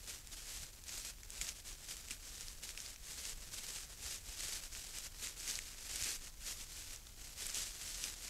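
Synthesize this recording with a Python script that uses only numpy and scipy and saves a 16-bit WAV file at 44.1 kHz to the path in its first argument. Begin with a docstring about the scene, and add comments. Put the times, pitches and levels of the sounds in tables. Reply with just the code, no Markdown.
"""Dry grass and leaf litter crackle as wild boars root close to one small microphone, outdoors at night.
Each shove of a snout crumples the litter: fibres break, blades slide and hiss, single stalks snap.
Behind it lie a low rumble of night air and heavy bodies, with soft low bumps in it now and then,
and the steady hiss of the recorder."""
import sys
import numpy as np
from scipy import signal
from scipy.io import wavfile

SR = 44100
rng = np.random.default_rng(int(sys.argv[2]) if len(sys.argv) > 2 else 0)


def master_out(mix):
    """Clip the mix to full scale and print it as 16-bit PCM to the path in sys.argv[1]."""
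    frames = np.transpose(np.atleast_2d(mix))
    ceiling = np.clip(frames, -1, 1)
    pcm = np.round(ceiling * 32767).astype(np.int16)
    wavfile.write(sys.argv[1], SR, pcm)


N = 365985

# Tone of the recorder's hiss. Each row: frequency in Hz, relative level in dB.
HISS_SPECTRUM = [(100, 9.5), (300, -5), (1000, 0), (3000, -7), (7000, -11), (12000, 7), (15600, 4)]
# Tone of the rumble. Each row: frequency in Hz, relative level in dB.
RUMBLE_SPECTRUM = [(5.9, -26), (10, -9), (22, 4), (42, -2.5), (67, -7.5), (173, -22.5), (500, -38),
                   (650, -49), (1100, -120)]
# Soft low bumps in the rumble. Each row: start in seconds, peak in dB, pitch in Hz.
LOW_BUMPS = [(.59, -49.5, 59), (0.624, -52, 130), (0.969, -51, 45), (1.388, -46., 43.3),
             (1.422, -52.5, 154), (2.11, -52.5, 257), (2.449, -50, 71), (3.531, -57, 91), (4.048, -47, 60.),
             (4.28, -48, 60.), (6.016, -47.5, 85.), (7.83, -51, 74), (7.931, -46.5, 39)]
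# Stalks and twigs snapping. Each row: start in seconds, peak of the bright ring in dB, its pitch in Hz,
# level of the low ring against it in dB, decay time of the splinters in milliseconds.
STALK_SNAPS = [(0.2727, -33, 8060, -27, 0.58), (0.839, -36, 6740, -25, 0.78), (0.884, -34, 5900, -27, 0.44),
               (0.893, -29, 6000, -16, 0.3), (1.233, -39.5, 6250, -9.5, 1.7),
               (1.3044, -28.5, 7700, -36, 0.5), (1.4139, -23.5, 6700, -6, 0.87),
               (1.4198, -30, 7500, -14, 0.3), (1.4688, -31, 4670, -25, 0.4), (1.49, -24.5, 5900, -12, 0.71),
               (1.4943, -27, 6200, -32, 0.64), (1.9686, -29, 7100, -15, 0.3),
               (2.0852, -32.5, 6600, -10, 0.39), (2.1081, -28.5, 6750, -7, 2.5),
               (2.113, -27.5, 6500, -12, 1.1), (2.4093, -28, 6700, -30, 0.55),
               (2.4836, -31.5, 5000, -26, 0.26), (2.6917, -30, 4900, -6, 0.3),
               (2.7763, -29, 6050, -5.5, 0.45), (2.803, -29.5, 6360, -25, 0.35),
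               (2.862, -32.5, 5200, -29, 0.88), (2.961, -40, 5500, -3, 0.6),
               (3.2532, -27.5, 6160, -11, 0.48), (3.2955, -30, 6900, -22, 0.4),
               (3.667, -31, 5540, -24, 0.33), (3.6907, -34, 6200, -12, 0.9), (4.0424, -37, 7400, -19, 0.3),
               (4.407, -24.5, 5660, -27, 0.3), (4.471, -31, 5500, -21, 0.3),
               (4.484, -29.5, 7500, -11, 0.68), (4.7508, -33.5, 4700, -5, 0.3),
               (4.986, -26, 7600, -29, 0.3), (5.2719, -28, 6900, -10, 0.28), (5.4016, -35, 6340, -16, 0.7),
               (5.4782, -26, 6000, -19, 0.3), (5.4986, -31, 6400, -16, 0.6),
               (5.5114, -26.5, 5500, -29, 0.3), (5.5553, -23, 5550, -33, 0.45),
               (5.5898, -27.5, 6800, -2.5, 0.6), (5.9593, -27, 7400, -25, 0.6),
               (6.0247, -20.5, 6640, -28, 0.41), (6.0373, -22, 7000, -23, 0.4),
               (6.0436, -22, 6700, -27, 0.28), (6.106, -27, 6300, -14, 0.56), (6.2723, -37, 6600, -7, 0.3),
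               (6.9613, -34, 6000, -18, 0.61), (7.0692, -40, 3930, -31, 1.2), (7.4066, -30, 7100, -24, 0.3),
               (7.4672, -23.5, 8300, -31, 0.34), (7.5017, -27.5, 6200, -21, 0.3),
               (7.546, -23.5, 6200, -25, 0.33), (7.634, -27, 6100, -27, 0.3),
               (7.8505, -46, 7600, -28, 0.37), (8.0402, -21.5, 6000, -9, 0.45),
               (8.282, -34, 6700, -10, 0.6)]
# Shoves of the snouts. Each row: moment of full strength in seconds, strength in dB,
# rise in seconds, fall in seconds.
SNOUT_SHOVES = [(0.098, -49, 0.034, 0.036), (0.132, -50.5, 0.18, 0.099), (0.338, -52, 0.07, 0.028),
                (0.39, -51.5, 0.089, 0.055), (0.502, -48, 0.12, 0.28), (0.9, -49, 0.061, 0.091),
                (0.98, -46.5, 0.13, 0.12), (1.085, -46.5, 0.11, 0.046), (1.39, -50, 0.13, 0.088),
                (1.421, -43, 0.017, 0.029), (1.495, -48, 0.13, 0.059), (1.575, -52.5, 0.055, 0.062),
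                (1.679, -50.0, 0.043, 0.12), (1.91, -47, 0.04, 0.035), (1.922, -52, 0.2, 0.24),
                (2.08, -55, 0.044, 0.04), (2.118, -46.5, 0.033, 0.057), (2.404, -51.5, 0.33, 0.28),
                (2.645, -48.5, 0.033, 0.04), (2.7, -47, 0.05, 0.044), (2.834, -49.5, 0.12, 0.17),
                (3.128, -49, 0.17, 0.03), (3.3, -46.5, 0.28, 0.065), (3.446, -56, 0.16, 0.1),
                (3.545, -46.5, 0.042, 0.11), (3.763, -47.5, 0.35, 0.15), (3.924, -54.5, 0.065, 0.045),
                (4.126, -44.5, 0.19, 0.1), (4.335, -51.0, 0.18, 0.04), (4.426, -44, 0.1, 0.11),
                (4.538, -42.5, 0.11, 0.093), (4.626, -50.5, 0.023, 0.11), (4.772, -48, 0.095, 0.21),
                (4.984, -48, 0.13, 0.11), (5.048, -48, 0.027, 0.056), (5.26, -46, 0.14, 0.11),
                (5.427, -47, 0.092, 0.11), (5.506, -40.5, 0.07, 0.063), (5.573, -45.5, 0.076, 0.048),
                (5.641, -51, 0.071, 0.19), (5.93, -47.5, 0.25, 0.13), (6.089, -41.5, 0.24, 0.13),
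                (6.259, -53, 0.1, 0.062), (6.51, -43, 0.13, 0.037), (6.62, -49.5, 0.19, 0.057),
                (6.751, -49, 0.13, 0.18), (6.929, -51.5, 0.21, 0.087), (7.075, -63, 0.018, 0.037),
                (7.253, -54.7, 0.14, 0.18), (7.417, -46, 0.079, 0.289), (7.551, -42, 0.017, 0.27),
                (7.963, -46, 0.42, 0.065), (8.021, -44.5, 0.062, 0.19), (8.297, -48.5, 0.24, 0.042)]
# Tone of crumpled litter at the microphone. Each row: frequency in Hz, relative level in dB.
LITTER_SPECTRUM = [(50, -18), (200, -10), (450, -11), (1000, -15), (1500, -12), (2500, -10.5), (3600, -10),
                   (5000, -7.5), (6300, -6.5), (7800, -6.5), (9500, -10.5), (12500, -11.5), (13800, -15.5),
                   (15500, -57)]

HISS_DB, RUMBLE_DB, SETTLING_DB = -68, -56.5, -60
RECORDER_LIMIT_HZ = 15740


def gain_of(db):
    """Decibels to a gain."""
    return 10 ** (np.asarray(db) / 20)


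def unit_rms(x):
    """Scales to an rms of 1."""
    return x / np.sqrt(np.mean(x ** 2) + 1e-20)


def colour(x, spectrum):
    """Minimum-phase filter through (Hz, dB) points, so that clicks keep their sharp start."""
    hz, db = np.transpose(spectrum)
    grid_hz = np.abs(np.fft.fftfreq(8192, 1 / SR))
    grid_db = np.interp(np.log(grid_hz + 1), np.log(hz + 1), db)
    log_gain = np.log(gain_of(np.maximum(grid_db, -100)))
    taps = np.fft.ifft(np.exp(np.conj(signal.hilbert(log_gain)))).real[:4096]
    return signal.oaconvolve(x, taps)[:N]


def band(x, hz, kind):
    """Gentle low- or high-pass."""
    return signal.sosfilt(signal.butter(2, hz, kind, fs=SR, output="sos"), x)


def recorder_hiss():
    """The small recorder's own steady noise."""
    return gain_of(HISS_DB) * unit_rms(colour(rng.standard_normal(N), HISS_SPECTRUM))


def night_rumble():
    """Low lumpy noise of night air and heavy bodies on the ground."""
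    return gain_of(RUMBLE_DB) * unit_rms(colour(rng.standard_normal(N), RUMBLE_SPECTRUM))


def low_bumps():
    """Soft low bumps in the rumble, each dying within a few cycles."""
    out, t = np.zeros(N + SR), np.arange(4000) / SR
    for start, db, hz in LOW_BUMPS:
        cycles = hz * t
        envelope = np.e * 1.5 * cycles * np.exp(-1.5 * cycles)  # peaks at 1
        out[round(start * SR):][:len(t)] += gain_of(db) * envelope * np.sin(2 * np.pi * cycles)
    return out[:N]


def stalk_snaps():
    """A sharp break and a brief spray of splinters ring a bright and a low mode of the stalk."""
    out, t = np.zeros(N + 2000), np.arange(1200) / SR
    draws = rng.standard_normal((len(STALK_SNAPS), len(t) + 1))
    for (start, db, bright_hz, low_db, decay_ms), draw in zip(STALK_SNAPS, draws):
        splinters = draw[1:] * (np.exp(-1000 * t / decay_ms) + .06 * np.exp(-t / .004))
        splinters[0] = 4  # the break itself
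        low_hz = 2600 * (1 + .05 * draw[0])
        bright = np.exp(-t * 5500) * np.cos(2 * np.pi * bright_hz * t)
        low = np.exp(-t * 3200) * np.sin(2 * np.pi * low_hz * t)
        bright, low = (band(signal.fftconvolve(splinters, mode)[:len(t)], 1400, "high")
                       for mode in (bright, low))
        bright, low = band(bright, 9500, "low"), band(low, 1800, "high")
        snap = bright / abs(bright).max() + gain_of(low_db) * low / abs(low).max()
        out[round(start * SR):][:len(t)] += gain_of(db) * snap
    return out[:N]


def fibre_breaks(per_s, spread_db, cap):
    """Impulses at random moments, a few of them large, up to cap times spread_db above the smallest."""
    size_db = spread_db * np.minimum(rng.exponential(1, N), cap)
    return gain_of(size_db) * (rng.random(N) < per_s / SR)


def fibre_ticks(per_s):
    """Breaks without a pitch, each a tiny burst of noise."""
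    breaks = fibre_breaks(per_s, spread_db=1.88, cap=3.5)
    burst = rng.standard_normal(60) * np.exp(-np.arange(60) / 2)
    return unit_rms(band(signal.oaconvolve(breaks, burst)[:N], 10000, "low"))


def fibre_crackle(per_s, decay_cycles=3.3, pitches=24):
    """Tiny breaks that each ring for a few cycles at their own pitch."""
    breaks = fibre_breaks(per_s, spread_db=2.1, cap=4)
    pitch_index = rng.integers(0, pitches, N)
    out, t = np.zeros(N), np.arange(400) / SR
    for k, hz in enumerate(np.geomspace(500, 14000, pitches)):
        ring = np.exp(-t * hz / decay_cycles) * np.cos(2 * np.pi * hz * t)
        ring *= np.sqrt(hz) / np.linalg.norm(ring)  # equal energy for every Hz
        out += signal.oaconvolve(breaks * (pitch_index == k), ring)[:N]
    return unit_rms(out)


def shove_strength_db(sharpness=1.82):
    """Each shove of a snout swells and lets go, over a steady floor of settling litter."""
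    t = np.arange(0, N, 32) / SR
    power = np.full(len(t), gain_of(SETTLING_DB) ** 2)
    for peak_s, db, rise_s, fall_s in SNOUT_SHOVES:
        push = np.interp(t, [peak_s - rise_s, peak_s, peak_s + fall_s], [0, 1, 0])
        power += (gain_of(db) * np.sin(np.pi / 2 * push) ** sharpness) ** 2
    return np.interp(np.arange(N) / SR, t, 10 * np.log10(power))


def litter_rustle():
    """Close to the microphone, sliding blades and breaking fibres tremble together under the snouts."""
    shove_db = shove_strength_db()
    tremble_db = 1.4 * unit_rms(band(rng.standard_normal(N), 30, "low"))
    breaks_per_s = 1500 * gain_of(.4 * (shove_db + 52.5))  # a harder shove breaks more fibres
    ticks = fibre_ticks(.3 * breaks_per_s)
    sliding = rng.standard_normal(N)
    breaking = gain_of(-7.5) * fibre_crackle(breaks_per_s) + gain_of(-5) * ticks
    breaking /= np.sqrt(breaks_per_s / breaks_per_s.mean())  # density alone adds no loudness
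    rustle = unit_rms(colour((sliding + breaking) * gain_of(tremble_db), LITTER_SPECTRUM))
    big_leaves, fizz = band(rustle, 3400, "low"), band(rustle, 7640, "high")
    fizz_gain = gain_of(-.2 * (shove_db + 70))  # hard shoves crush deep litter and sound duller
    rustle += (gain_of(-.5) - 1) * big_leaves + (fizz_gain - 1) * fizz
    deep = signal.sosfiltfilt(signal.butter(2, 1500, fs=SR, output="sos"), rustle)
    deep_gain = gain_of(-.45 * (shove_db + 57))  # the dull part under the leaves grows less than the rest
    rustle += (deep_gain - 1) * deep
    return gain_of(shove_db) * rustle


def scene():
    """One microphone close to the boars feeds both channels."""
    mono = litter_rustle() + stalk_snaps() + low_bumps() + night_rumble() + recorder_hiss()
    return np.tile(mono, (2, 1))


def record(dry):
    """The recorder cuts off the highest treble steeply."""
    low_pass = signal.firwin(1023, RECORDER_LIMIT_HZ, window=("kaiser", 9), fs=SR)
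    return signal.oaconvolve(dry, low_pass[None], "same")


dry = scene()
out = record(dry)
master_out(out)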